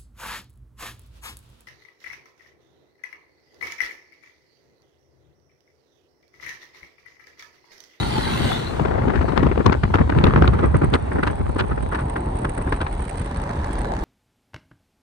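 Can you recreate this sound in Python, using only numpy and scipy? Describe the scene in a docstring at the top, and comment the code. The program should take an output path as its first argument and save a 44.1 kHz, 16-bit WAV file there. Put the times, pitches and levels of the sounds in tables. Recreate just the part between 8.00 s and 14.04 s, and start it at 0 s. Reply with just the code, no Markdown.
"""First a truck goes by close to a car's open side window: hissing tyres, a drone and a falling whistle.
Beyond it the highway roars on; at the window, air buffets the two ports of a hand-held phone,
rasping in short gusts and later spitting in the right port. All of it is coloured noise and fuzzy tones:
the truck follows its distance and Doppler shift, the wind follows drifting eddies and timed bursts."""
import sys
import numpy as np
from scipy import signal
from scipy.fft import rfft, irfft
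from scipy.io import wavfile
from scipy.ndimage import uniform_filter1d, map_coordinates

SR = 44100
rng = np.random.default_rng(int(sys.argv[2]) if len(sys.argv) > 2 else 0)


def to_wav(s):
    """Save 16-bit WAV."""
    ch = np.atleast_2d(s).T  # columns
    pcm = np.round(np.clip(ch, -1, 1) * 32767)  # PCM
    wavfile.write(sys.argv[1], SR, pcm.astype(np.int16))


N = 266364
T = np.arange(N) / SR
HZ = np.fft.rfftfreq(N, 1 / SR)


def gain_of(db):
    """Decibels to amplitude."""
    return 10 ** (np.asarray(db) / 20)


def evened(x):
    """Scales to rms 1."""
    return x / np.sqrt(np.mean(x ** 2) + 1e-20)


def read(points):
    """A table over frequency, joined on a log axis."""
    hz, value = np.transpose(points)
    return np.interp(np.log(HZ + 1), np.log(hz), value)


def curves(rows):
    """Each column of a table over time, at every sample."""
    s, *columns = np.transpose(rows)
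    return [np.interp(T, s, column) for column in columns]


def rise(start_s, full_s):
    """Goes from 0 to 1 between two times and holds."""
    return np.clip((T - start_s) / max(full_s - start_s, 1e-3), 0, 1)


def pan(balance_db):
    """Left and right gains of constant power; a positive balance leans left."""
    pair = gain_of(np.array([[.5], [-.5]]) * balance_db)
    return pair / np.sqrt(np.mean(pair ** 2, axis=0))


# How alike the two microphone ports hear a noise.
# Each row: frequency in Hz, likeness from 0 to 1, lead of the left port in radians.
PORT_LIKENESS = [(60, 0.55, 0), (282, 0.29, 1), (472, 0.75, -2.5), (569, 0.75, -3), (702, 0.98, -2.5),
                 (888, 0.5, -2.5), (1130, 0.17, -1.1), (1940, 0.45, -0.96), (2420, 0.16, -2.5),
                 (2530, 0, -3), (3350, 0.62, -4.5), (4430, 0.5, -6), (6400, 0.26, 1)]


def noise(colour, fall_db=15):
    """Noise of rms 1 as the two ports hear it; above its last point it falls by fall_db an octave."""
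    left, other = rfft(rng.standard_normal((2, N)))
    hz, same, lead = np.transpose(PORT_LIKENESS)
    same = np.clip(read(np.c_[hz, same]), 0, 1)
    lead = read(np.c_[hz, lead])
    right = same * np.exp(-1j * lead) * left + np.sqrt(1 - same ** 2) * other
    colour_db = read(colour) - fall_db * np.log2(np.maximum(HZ / colour[-1][0], 1))
    return evened(irfft(np.array([left, right]) * gain_of(colour_db), N))


def wander(low_hz, high_hz):
    """A random drift of rms 1 between two rates."""
    band = 1 / np.sqrt((1 + (HZ / high_hz) ** 6) * (1 + (low_hz / (HZ + 1e-3)) ** 4))
    return evened(irfft(rfft(rng.standard_normal(N)) * band, N))


def flutter(drift, depth_db):
    """Turbulence comes in clumps: a gain of rms 1 that follows a drift in decibels."""
    return evened(gain_of(depth_db * np.minimum(drift, 2)))


def mottled(sound, patchy_db, size=5):
    """Moving air and shifting reflections brighten patches about 80 ms long and size bins of 43 Hz wide."""
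    spectra = signal.stft(sound, nperseg=1024, noverlap=768)[2]
    patches = rng.standard_normal(spectra.shape[1:])
    patches = uniform_filter1d(patches, size=size, axis=0)
    patches = evened(uniform_filter1d(patches, size=14, axis=1))
    patchy = signal.istft(spectra * gain_of(patchy_db * patches), nperseg=1024, noverlap=768)[1]
    return evened(patchy[:, :N])


def fuzzy_tone(hz, width_hz):
    """A narrow band of noise around a steady or gliding pitch, drawn separately for each port."""
    turn = 2 * np.pi * np.cumsum(hz * np.ones(N)) / SR
    return np.array([wander(0.73, width_hz) * np.cos(turn) + wander(0.83, width_hz) * np.sin(turn)
                     for port in range(2)])


def add(mix, sound, s, length, level, steepness=2, tail_steepness=1.25):
    """Adds a burst centred on s, length wide at half height; steepness squares its front, the tail differs."""
    span = slice(max(round((s - 2 * length) * SR), 0), round((s + 3 * length) * SR))
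    power = np.where(T[span] < s, steepness, tail_steepness)
    bell = 2 ** -abs(2 * (T[span] - s) / length) ** power
    mix[:, span] += level * evened(sound[:, span] * bell) * np.sqrt(np.mean(bell ** 2))


# Road noise of the car and of farther traffic.
# Each row: time in seconds, roar in dB before the roar offset, hiss in dB.
ROAD_LEVELS = [(0, -37, -38.5), (.6, -51, -35.5), (.9, -31.5, -43.5), (1.9, -49, -45.5), (2.5, -40.5, -49),
               (3.1, -38, -49), (4.2, -34, -51), (5.2, -35.5, -47), (6.04, -31, -45.5)]
# Colours of the roar and of the hiss. Each row: frequency in Hz, relative density in dB per Hz.
ROAR_COLOUR = [(170, 2), (340, -2), (600, 1.5), (860, 5), (1150, -11.5), (1800, -40), (2600, -41),
               (5000, -88.5)]
HISS_COLOUR = [(1500, 8), (2600, 2), (4000, -0.5), (5200, -9), (6200, -11.5), (7400, -11.5), (8800, -9.5),
               (10200, -17), (11900, -65), (13300, -20.5), (15700, -33.5)]


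def road(roar_offset_db=3.5, hum_hz=565, hum_db=-41):
    """Roar and hiss of tyres as patchy noise; a faint narrow-band tyre hum joins late in the ride."""
    roar_db, hiss_db = curves(ROAD_LEVELS)
    roar = mottled(noise(ROAR_COLOUR), patchy_db=2.5) * gain_of(roar_db + roar_offset_db)
    hiss = mottled(noise(HISS_COLOUR), patchy_db=3.5) * gain_of(hiss_db)
    hum = fuzzy_tone(hum_hz, width_hz=15) * gain_of(hum_db) * rise(start_s=5.06, full_s=5.061)
    return roar + hiss + hum


# Colour of the tyre wash from the oncoming lanes.
# Each row: frequency in Hz, relative density in dB per Hz.
WASH_COLOUR = [(800, -21), (1300, 0), (1700, 18), (2100, -2), (2500, -17), (2900, -25)]


def oncoming(level_db=-46.5):
    """A brighter wash of tyres swells from the oncoming lanes late in the ride."""
    return noise(WASH_COLOUR) * gain_of(level_db) * rise(start_s=5.0, full_s=5.76)


# The close truck: when its tractor and its trailer wheels are nearest, and its distance over its speed (s)
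TRACTOR_S, WHEELS_S, PASSING_S = 0.25, 0.47, 0.37
HIDDEN_S = 0.5  # it drops behind the window frame (s)
DOPPLER = 0.096  # share by which the pitch of engine and whistle swings


def distance(nearest_s):
    """How far a part of the truck is, as a multiple of its nearest distance."""
    return np.hypot(1, (T - nearest_s) / PASSING_S)


def passing(fade_db_per_s):
    """The truck's gain: it grows with nearness, then fades behind the window frame."""
    return gain_of(-fade_db_per_s * np.maximum(T - HIDDEN_S, 0)) / distance(WHEELS_S)


def doppler(nearest_s, swing):
    """Pitch factor of a part of the truck: high as it comes, low as it leaves."""
    return 1 - swing * (T - nearest_s) / PASSING_S / distance(nearest_s)


# Colour of the drumming trailer. Each row: frequency in Hz, relative density in dB per Hz.
TRAILER_COLOUR = [(60, -29), (110, -0.5), (160, 1), (240, -7.5), (300, -9), (390, -8), (520, -23),
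                  (1000, -50)]


def diesel(hz=119, width_hz=9, level_db=-27.0):
    """The truck's low drone: two engine orders, sinking as it goes by, in the drumming of the trailer."""
    turn = 2 * np.pi * np.cumsum(hz * doppler(TRACTOR_S, DOPPLER)) / SR
    orders = np.zeros(N)
    for order in (1, 2):
        strength = 1 + .5 * wander(1.0, width_hz)
        orders += strength * np.cos(order * turn + rng.uniform(0, 2 * np.pi))
    drone = noise(TRAILER_COLOUR) + 0.42 * orders
    return drone * gain_of(level_db) * passing(fade_db_per_s=42.0)


def whistle(hz=9150, level_db=-47):
    """The truck's fuzzy high whistle on the right, perhaps its turbocharger, falling by Doppler shift."""
    tone = fuzzy_tone(hz * doppler(TRACTOR_S, DOPPLER), width_hz=360)
    return tone * gain_of(level_db) * passing(fade_db_per_s=94) * pan(balance_db=-17)


# The bright band of the truck's hiss, which sinks until about when the trailer wheels are nearest, then climbs.
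# Each row: time in seconds, centre frequency in Hz, level in dB before the closing fade.
SHEEN_BAND = [(.05, 4250, -47), (.16, 4320, -41), (.28, 4000, -45), (.41, 3870, -40), (.48, 3420, -42),
              (.53, 3526, -37), (.57, 3630, -40), (.61, 3790, -49), (.68, 4050, -40), (.76, 4180, -65)]


def whine(hz=2060, level_db=-43, swing=0.044):
    """The tyres sing in a sinking band; above it a broken band of hiss dips and climbs as the trailer passes."""
    singing = fuzzy_tone(hz * doppler(WHEELS_S, swing), width_hz=71)
    singing = singing * gain_of(level_db) * passing(fade_db_per_s=96)
    sheen_hz, sheen_db = curves(SHEEN_BAND)
    sheen = fuzzy_tone(sheen_hz, width_hz=110) * flutter(wander(15, 70), depth_db=4)
    closing = 1 - rise(start_s=0.75, full_s=0.85)
    return singing + sheen * gain_of(sheen_db) * closing * pan(balance_db=8.0)


# Colour of the truck's tyre hiss. Each row: frequency in Hz, relative density in dB per Hz.
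TYRE_COLOUR = [(300, -27), (560, 1), (800, 5), (1200, -1.5), (2000, -3.5), (2350, -13), (2900, -5.5),
               (4200, -7), (5200, -17), (7400, -24), (8800, -21), (10300, -29), (11900, -91), (13000, -22),
               (15500, -44)]


def truck(hiss_db=-34.5, echo=0.15, nearest_delay=0.00077, overhead_s=0.36, fade_db_per_s=56, swing=0.02):
    """Rough tyre hiss and its echo off the road: their comb sinks as the truck nears and rises as it leaves."""
    tyres = mottled(noise(TYRE_COLOUR), patchy_db=4.5, size=2) * flutter(wander(22, 160), depth_db=1.6)
    # reading the noise at an uneven pace bends its pitch
    heard = np.cumsum(doppler(WHEELS_S, swing))
    hiss = np.array([map_coordinates(side, [heard], order=5, mode="wrap") for side in tyres])
    delay = nearest_delay / distance(overhead_s)  # seconds
    hiss = hiss - echo * np.array([np.interp(T - delay, T, side) for side in hiss])
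    # hiss_db sets the level of the band from 3 to 7 kHz, before the pass shapes it
    treble_band = signal.butter(4, [3000, 7000], "band", fs=SR, output="sos")
    treble = signal.sosfilt(treble_band, hiss)
    return hiss / treble.std() * gain_of(hiss_db) * passing(fade_db_per_s) * pan(balance_db=1.0)


# Colour of the open window's deep boom. Each row: frequency in Hz, relative density in dB per Hz.
WINDOW_BOOM_COLOUR = [(12, -17), (25, -8), (40, 9), (52, 6), (75, -12), (150, -53)]


def boom(early_db=-41, late_db=-30):
    """The deep boom of the open window, low noise that sets in fully midway through the ride."""
    level_db = early_db + (late_db - early_db) * rise(start_s=3.66, full_s=3.661)
    return noise(WINDOW_BOOM_COLOUR) * gain_of(level_db)


# Colour of the air's low rumble. Each row: frequency in Hz, relative density in dB per Hz.
RUMBLE_COLOUR = [(30, -40), (48, -5), (64, 5), (100, -2.5), (150, -10), (260, -16.5), (600, -83)]


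def rumbling():
    """The low rumble of air on the ports, held level so that the airflow alone sets its swell."""
    low = noise(RUMBLE_COLOUR)
    return low / np.sqrt(uniform_filter1d(np.mean(low ** 2, axis=0), size=5000))


# Small fast eddies that tear across the microphone. Each row: time in seconds, length in seconds,
# rasp in dB before its offset, crackle in dB above that rasp column, thud in dB.
SMALL_EDDIES = [(0.031, 0.004, -26, -8, -24), (0.183, 0.0045, -29, 0, -19), (0.434, 0.0071, -29, -20, -26),
                (0.519, 0.0071, -24, -12, -28), (0.798, 0.0058, -20, -33, -16),
                (0.856, 0.01, -21, -24, -16), (0.915, .016, -29, -21, -23.5), (0.955, 0.009, -29, -30, -18),
                (0.984, 0.009, -31, -25, -21), (1.021, 0.0034, -26, -24, -26),
                (1.056, 0.0037, -30, -24, -17.5), (1.084, 0.005, -25, -12, -17),
                (1.103, 0.011, -24, -19, -18), (1.141, 0.0089, -30.5, -22, -20),
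                (1.159, .014, -26, -11, -21), (1.178, .003, -26, -26, -29),
                (1.214, 0.0056, -22.5, -16, -17), (1.246, 0.0033, -38, -24, -17),
                (1.289, 0.014, -26.5, -13, -19), (1.334, 0.0038, -35, -13, -17),
                (1.366, 0.009, -25, -18, -20), (1.378, .0065, -14, -11.5, -14.5),
                (1.408, .0064, -28, -24, -22), (1.432, .0086, -23.5, -12, -12),
                (1.468, 0.0029, -19, -24, -14.5), (1.516, 0.0041, -18.5, -39, -15.5),
                (1.579, 0.0032, -25.5, -9, -13.5), (1.607, 0.015, -28.5, -27, -16),
                (1.663, 0.0052, -9.5, -9.5, -9), (1.698, 0.0033, -18, -31, -17),
                (1.728, 0.01, -16, -12.5, -16.5), (1.751, 0.0046, -25.5, -24, -17),
                (1.837, 0.0073, -18.5, -13, -19.5), (1.944, 0.0072, -11.5, -15, -15),
                (1.957, 0.0056, -19.5, -9, -15), (1.99, 0.012, -22, -32, -19),
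                (2.016, 0.0042, -20.5, -30, -14), (2.099, 0.0074, -20.5, -13.5, -15),
                (2.124, 0.0044, -22, -25, -19), (2.188, .0096, -24.5, -7, -19),
                (2.241, 0.0034, -13.5, -2.5, -10.5), (2.27, 0.0085, -17, -16.5, -12),
                (2.31, .0033, -18.5, -27, -24), (2.338, 0.0023, -15.5, -16, -17),
                (2.362, .004, -12.5, -32, -13), (2.424, .004, -12, -34, -8.5),
                (2.445, 0.0044, -18.5, -25, -16), (2.478, 0.0048, -16.5, -6, -20),
                (2.54, .015, -26, -21, -26), (2.592, 0.011, -25.5, -14, -23), (2.641, 0.027, -23, -27, -15),
                (2.747, 0.0067, -24.5, -30, -14.5), (2.757, 0.004, -24.5, -24, -23),
                (2.821, 0.0094, -25.5, -30, -13.5), (2.842, 0.012, -23.5, -36, -20),
                (2.941, 0.014, -16.5, -8, -14.5), (2.955, .0074, -22, -12, -19),
                (3.122, 0.013, -28.5, -28, -24.5), (3.16, 0.0053, -27.5, -34, -22),
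                (3.19, 0.012, -27.5, -30, -16), (3.235, 0.008, -17, -18, -19),
                (3.276, .015, -20.5, -12.5, -23.5), (3.303, 0.0074, -30, -22, -26),
                (3.565, 0.0067, -26, -20, -16.5), (3.598, 0.017, -21, -6, -26.5),
                (3.609, .005, -26.5, -5, -19.5), (3.72, .016, -27.5, -39, -25.5),
                (3.78, 0.0084, -32, -35, -21), (3.932, 0.021, -26.5, -23, -26),
                (3.953, 0.013, -25, -12, -32), (3.996, 0.023, -27.5, -20, -40),
                (4.165, 0.012, -24.5, -18, -22), (4.451, .008, -21.5, -13, -17.5),
                (4.579, .005, -29, -21, -22.5), (4.678, 0.0048, -28.5, -25, -27.5),
                (4.727, 0.0077, -19.5, -14, -15), (4.743, .01, -32.5, -10, -29),
                (4.807, 0.0046, -27, -13, -27), (4.816, 0.0054, -23, -7, -22.5),
                (4.825, 0.011, -34.5, -11, -25), (4.869, 0.0086, -25.5, -13.5, -37)]


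def lulls(depth_db=-4, lull_s=0.0083):
    """The flow slackens for an instant before each sharp eddy: a gain that dips there."""
    slack = np.zeros(N)
    for s, length, *_ in SMALL_EDDIES:
        front = s - length / 2
        slack[max(round((front - lull_s) * SR), 0):round(front * SR)] = 1
    return gain_of(depth_db * uniform_filter1d(slack, size=130))


# The airstream at the window. Each row: time in seconds, rumble in dB and buffeting in dB before their offsets,
# rasp in dB above that buffeting column, roughness from 0 to 1.
WIND_LEVELS = [(0, -29, -28, -27, 0.3), (.62, -33.5, -29, -4, 0.2), (.85, -22.5, -25.5, -5.5, 0.5),
               (1.2, -21, -23.5, -6.5, 0.55), (1.45, -21, -24, -7.5, 1), (1.8, -20, -28, -14.5, 0.9),
               (2.06, -18.5, -26.5, -12, .7), (2.2, -21, -22.5, -6.5, 0.8), (2.43, -14, -21, -6, 0.6),
               (2.7, -20, -26, -8, 0.26), (3.03, -23, -31.5, -4.5, 0.1), (3.18, -25.5, -23.5, -10, 0.6),
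               (3.42, -23, -34, -8, 0.9), (3.8, -23.5, -34.5, -5.5, 0.9), (4.2, -26, -25.5, -12, 0.3),
               (4.7, -32, -26.5, -11, 0.84), (5.0, -27.5, -33.5, -8.5, 0.75), (5.5, -26, -28, -7, 0.5),
               (6.04, -31, -26, -22, 0.2)]
# How the air meets the two ports. Each row: time in seconds, left over right in dB before each sound's leaning,
# share of the bass that both ports have in common from 0 to 1.
PORT_BALANCE = [(0, 4.5, 0.2), (.7, 6, 0), (1.1, 6.5, 0), (1.8, 3, 0.2), (2.6, 0.5, 0), (3.82, 0.5, 0),
                (4.0, 0.5, 0.98), (4.9, 0.5, 1), (6.04, -3, 1)]
# Colours of the buffeting and of the rasp above it. Each row: frequency in Hz, relative density in dB per Hz.
BUFFET_COLOUR = [(50, -4), (90, -1.5), (130, -0.5), (220, -4), (370, -8), (560, -10.5), (1000, -15),
                 (2000, -53), (4000, -85)]
RASP_COLOUR = [(200, -26), (450, 7.5), (800, -0.5), (1350, -2), (2000, -9.5), (2800, -19.5), (4200, -29.5),
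               (6000, -37), (10000, -87.5)]


def airstream(rumble_offset_db=-2.26, buffet_offset_db=-0.7):
    """Rumble and buffeting; the same small eddies shake the higher rasp more deeply."""
    rumble_db, buffet_db, rasp_db, roughness = curves(WIND_LEVELS)
    balance_db, _ = curves(PORT_BALANCE)
    eddies = wander(1.8, 57) * roughness
    low = rumbling() * gain_of(rumble_db + rumble_offset_db) * flutter(wander(4.9, 6.5), depth_db=3.0)
    body = noise(BUFFET_COLOUR) * gain_of(buffet_db + buffet_offset_db) * flutter(eddies, depth_db=5.0)
    rasp = noise(RASP_COLOUR) * gain_of(buffet_db + rasp_db) * flutter(eddies, depth_db=5.5)
    rasp = rasp * flutter(wander(60, 250) * roughness, depth_db=5.0)
    return low * pan(0.5 * balance_db) + (body + rasp) * lulls() * pan(balance_db)


# The sharpest spits of the jet in the right port. Each row: time in seconds, level in dB before the spit offset.
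JET_SPITS = [(2.66, -39.5), (2.769, -35), (2.846, -37), (2.951, -35.5), (3.134, -42), (3.234, -41),
             (3.273, -43), (3.313, -41), (3.356, -44), (3.492, -51), (3.585, -38.5), (3.683, -46),
             (3.827, -40), (3.924, -45), (3.955, -42), (4.009, -42.5), (4.1, -36.5), (4.171, -44),
             (4.209, -48), (4.256, -51), (4.356, -46), (4.37, -42), (4.39, -36), (4.42, -42), (4.449, -40),
             (4.496, -33), (4.55, -40), (4.58, -33.5), (4.623, -37), (4.696, -41), (4.724, -41),
             (4.764, -38), (4.817, -40), (4.929, -36), (4.982, -47), (5.004, -45), (5.025, -36),
             (5.054, -38), (5.079, -44), (5.096, -32), (5.143, -46), (5.175, -38), (5.198, -34),
             (5.217, -38), (5.261, -37.5), (5.373, -36.5), (5.419, -43), (5.567, -48), (5.668, -46),
             (5.733, -34), (5.791, -34.5), (5.817, -40)]
# Colours of the jet and of the air fluttering at the window edge.
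# Each row: frequency in Hz, relative density in dB per Hz.
JET_COLOUR = [(2000, 6.5), (5000, -12), (7800, -19), (8100, 7), (8800, 5), (9600, 0), (10400, -9),
              (11500, -33), (14000, -34), (16000, -52)]
EDGE_COLOUR = [(300, -8), (600, 20.5), (1000, 8), (2000, 1.5), (2700, -12), (4000, -10.5), (7000, -17.5),
               (10000, -43), (15500, -33)]
JET_S, JET_FULL_S = 1.5, 4.4  # air starts to fizz in the right port; its level stops climbing (s)


def fizz(first_db=-58, full_db=-51.0, spit_offset_db=1, spit_s=0.0053, ease_db=-3, flap_db=-33.5):
    """A thin jet flutters and spits in the right port; late on it eases and the window-edge air flutters too."""
    jet, eddies = noise(JET_COLOUR), wander(23.0, 120)
    level_db = first_db + (full_db - first_db) * rise(JET_S, JET_FULL_S)
    level_db = level_db + ease_db * rise(start_s=5.2, full_s=5.5)
    out = jet * gain_of(level_db) * flutter(eddies, depth_db=7.0) * rise(JET_S, JET_S + 0.9)
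    for s, spit_db in JET_SPITS:
        add(out, jet, s, spit_s, gain_of(spit_db + spit_offset_db))
    flap = noise(EDGE_COLOUR) * gain_of(flap_db) * flutter(eddies, depth_db=9.0)
    flap = flap * rise(start_s=4.83, full_s=5.53)
    return out * pan(balance_db=-28.0) + flap * pan(balance_db=-3.5)


# Large slow eddies that thump the microphone.
# Each row: time in seconds, length in seconds, level in dB before the offsets of thump and surge.
LARGE_EDDIES = [(0.02, 0.026, -20), (0.185, 0.013, -16), (0.34, 0.043, -22.5), (0.413, 0.019, -17),
                (0.454, 0.027, -16), (0.819, 0.032, -15.5), (0.856, 0.013, -37), (0.953, 0.013, -18),
                (1.023, 0.015, -22), (1.081, 0.026, -14), (1.171, 0.011, -17), (1.24, 0.0094, -24),
                (1.395, 0.029, -15), (1.433, 0.03, -17.5), (1.46, 0.031, -12.5), (1.593, 0.027, -16.5),
                (1.672, 0.027, -7.5), (1.699, 0.015, -17), (1.842, 0.011, -9.5), (1.95, 0.013, -14),
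                (2.009, 0.015, -7.5), (2.124, 0.021, -16.5), (2.17, 0.025, -9), (2.206, 0.012, -11.5),
                (2.248, 0.024, -10), (2.294, 0.023, -11), (2.35, 0.015, -13), (2.381, 0.017, -9.5),
                (2.417, 0.014, -8), (2.487, 0.017, -11.5), (2.547, 0.021, -14), (2.606, 0.019, -17.5),
                (2.656, 0.038, -15.5), (2.753, 0.021, -9), (2.842, 0.035, -12), (2.941, 0.044, -15.5),
                (3.154, 0.011, -14.5), (3.238, 0.018, -21), (3.286, 0.01, -19.5), (3.408, 0.022, -18),
                (3.496, 0.0087, -15), (3.56, 0.0078, -31), (3.622, 0.017, -17.5), (3.718, 0.01, -19),
                (3.832, 0.01, -19.5), (3.967, 0.017, -22), (4.177, 0.021, -22), (4.454, 0.01, -20.5),
                (4.678, 0.02, -17), (4.727, 0.01, -20), (4.815, 0.016, -23)]
# Colour of the thump. Each row: frequency in Hz, relative density in dB per Hz.
THUMP_COLOUR = [(50, -30), (90, 4.5), (140, 3), (250, -3), (390, -8.5), (600, -17), (1000, -16.5),
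                (2500, -41.5)]


def thumps(thump_offset_db=-3.0, surge_offset_db=-6, surge_lag_s=0.006, surge_s=0.026):
    """Each large eddy pushes on the ports with a dull thump, and a surge of rumble follows."""
    thump, surge, out = noise(THUMP_COLOUR), rumbling(), np.zeros((2, N))
    balance_db, _ = curves(PORT_BALANCE)
    for s, length, level_db in LARGE_EDDIES:
        balance = np.interp(s, T, balance_db)
        add(out, thump, s, length, gain_of(level_db + thump_offset_db) * pan(balance), steepness=2.7)
        add(out, surge, s + surge_lag_s, surge_s, gain_of(level_db + surge_offset_db))
    return out


# Colours of a small eddy's tearing rasp, its crackle and the hollow thud under it.
# Each row: frequency in Hz, relative density in dB per Hz.
TEAR_COLOUR = [(250, -15.5), (700, -4.5), (1000, 2), (1400, 3), (2100, -8.5), (2800, -20.5), (4200, -32),
               (6000, -40.5), (10000, -86)]
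CRACKLE_COLOUR = [(1400, -10), (2200, 11), (2800, 14), (3400, 9.5), (4300, 3.5), (5600, -9), (7500, -14),
                  (9500, -19), (11500, -44), (14000, -31), (15800, -36)]
THUD_COLOUR = [(130, -14), (250, 4), (380, 2.5), (520, 0.5), (680, -4), (1100, -23)]


def gusts(rasp_offset_db=1.0, least_thud_s=0.0073, wake_offset_db=-12, wake_s=0.016, wake_lag_s=0.014, lean=2.15):
    """Each small eddy tears across the ports with rasp, crackle and thud; smaller ones trail it raggedly."""
    tearing = wander(78, 570)
    rasp = mottled(noise(TEAR_COLOUR), patchy_db=3.0, size=9) * flutter(tearing, depth_db=3.5)
    crackle = mottled(noise(CRACKLE_COLOUR), patchy_db=2.0, size=12) * flutter(tearing, depth_db=6.5)
    thud = noise(THUD_COLOUR)
    wake = noise(RASP_COLOUR) * flutter(wander(40, 270), depth_db=11.5)
    out = np.zeros((2, N))
    balance_db, _ = curves(PORT_BALANCE)
    for s, length, rasp_db, crackle_db, thud_db in SMALL_EDDIES:
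        balance = lean * np.interp(s, T, balance_db)  # eddies favour the windward port
        add(out, rasp, s, length, gain_of(rasp_db + rasp_offset_db) * pan(balance))
        add(out, thud, s, max(length, least_thud_s), gain_of(thud_db) * pan(0.65 * balance))
        add(out, wake, s + wake_lag_s, wake_s, gain_of(rasp_db + wake_offset_db) * pan(balance))
        add(out, crackle, s, 0.77 * length, gain_of(rasp_db + crackle_db) * pan(4.2 * balance))
    return out


def scene():
    """Traffic and the passing truck, and the wind of the ride on top of them."""
    traffic = road() + oncoming()
    close_truck = diesel() + whistle() + whine() + truck()
    wind = boom() + airstream() + fizz() + thumps() + gusts()
    return traffic + close_truck + wind


def record(dry, early_mono_hz=420, late_mono_hz=690, low_cut_hz=24, edge_hz=15700):
    """Cuts the deepest bass, narrows the shared bass to mono, rounds the peaks and limits the band."""
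    _, common = curves(PORT_BALANCE)
    dry = signal.sosfilt(signal.butter(2, low_cut_hz, "high", fs=SR, output="sos"), dry)
    side = rfft(dry[0] - dry[1]) / 2
    early, late = (irfft(side / (1 + (HZ / hz) ** 6), N) for hz in (early_mono_hz, late_mono_hz))
    # late in the ride the narrowing reaches higher
    side_bass = early + (late - early) * rise(start_s=4.24, full_s=5.07)
    narrowed = dry - np.array([[1], [-1]]) * np.clip(common, 0, 1) * side_bass
    rounded = narrowed / (1 + narrowed ** 6) ** (1 / 6)
    band_limit = signal.firwin(511, edge_hz, window=("kaiser", 9), fs=SR)
    return signal.oaconvolve(rounded, band_limit[None], "same")


dry = scene()
out = record(dry)
to_wav(out)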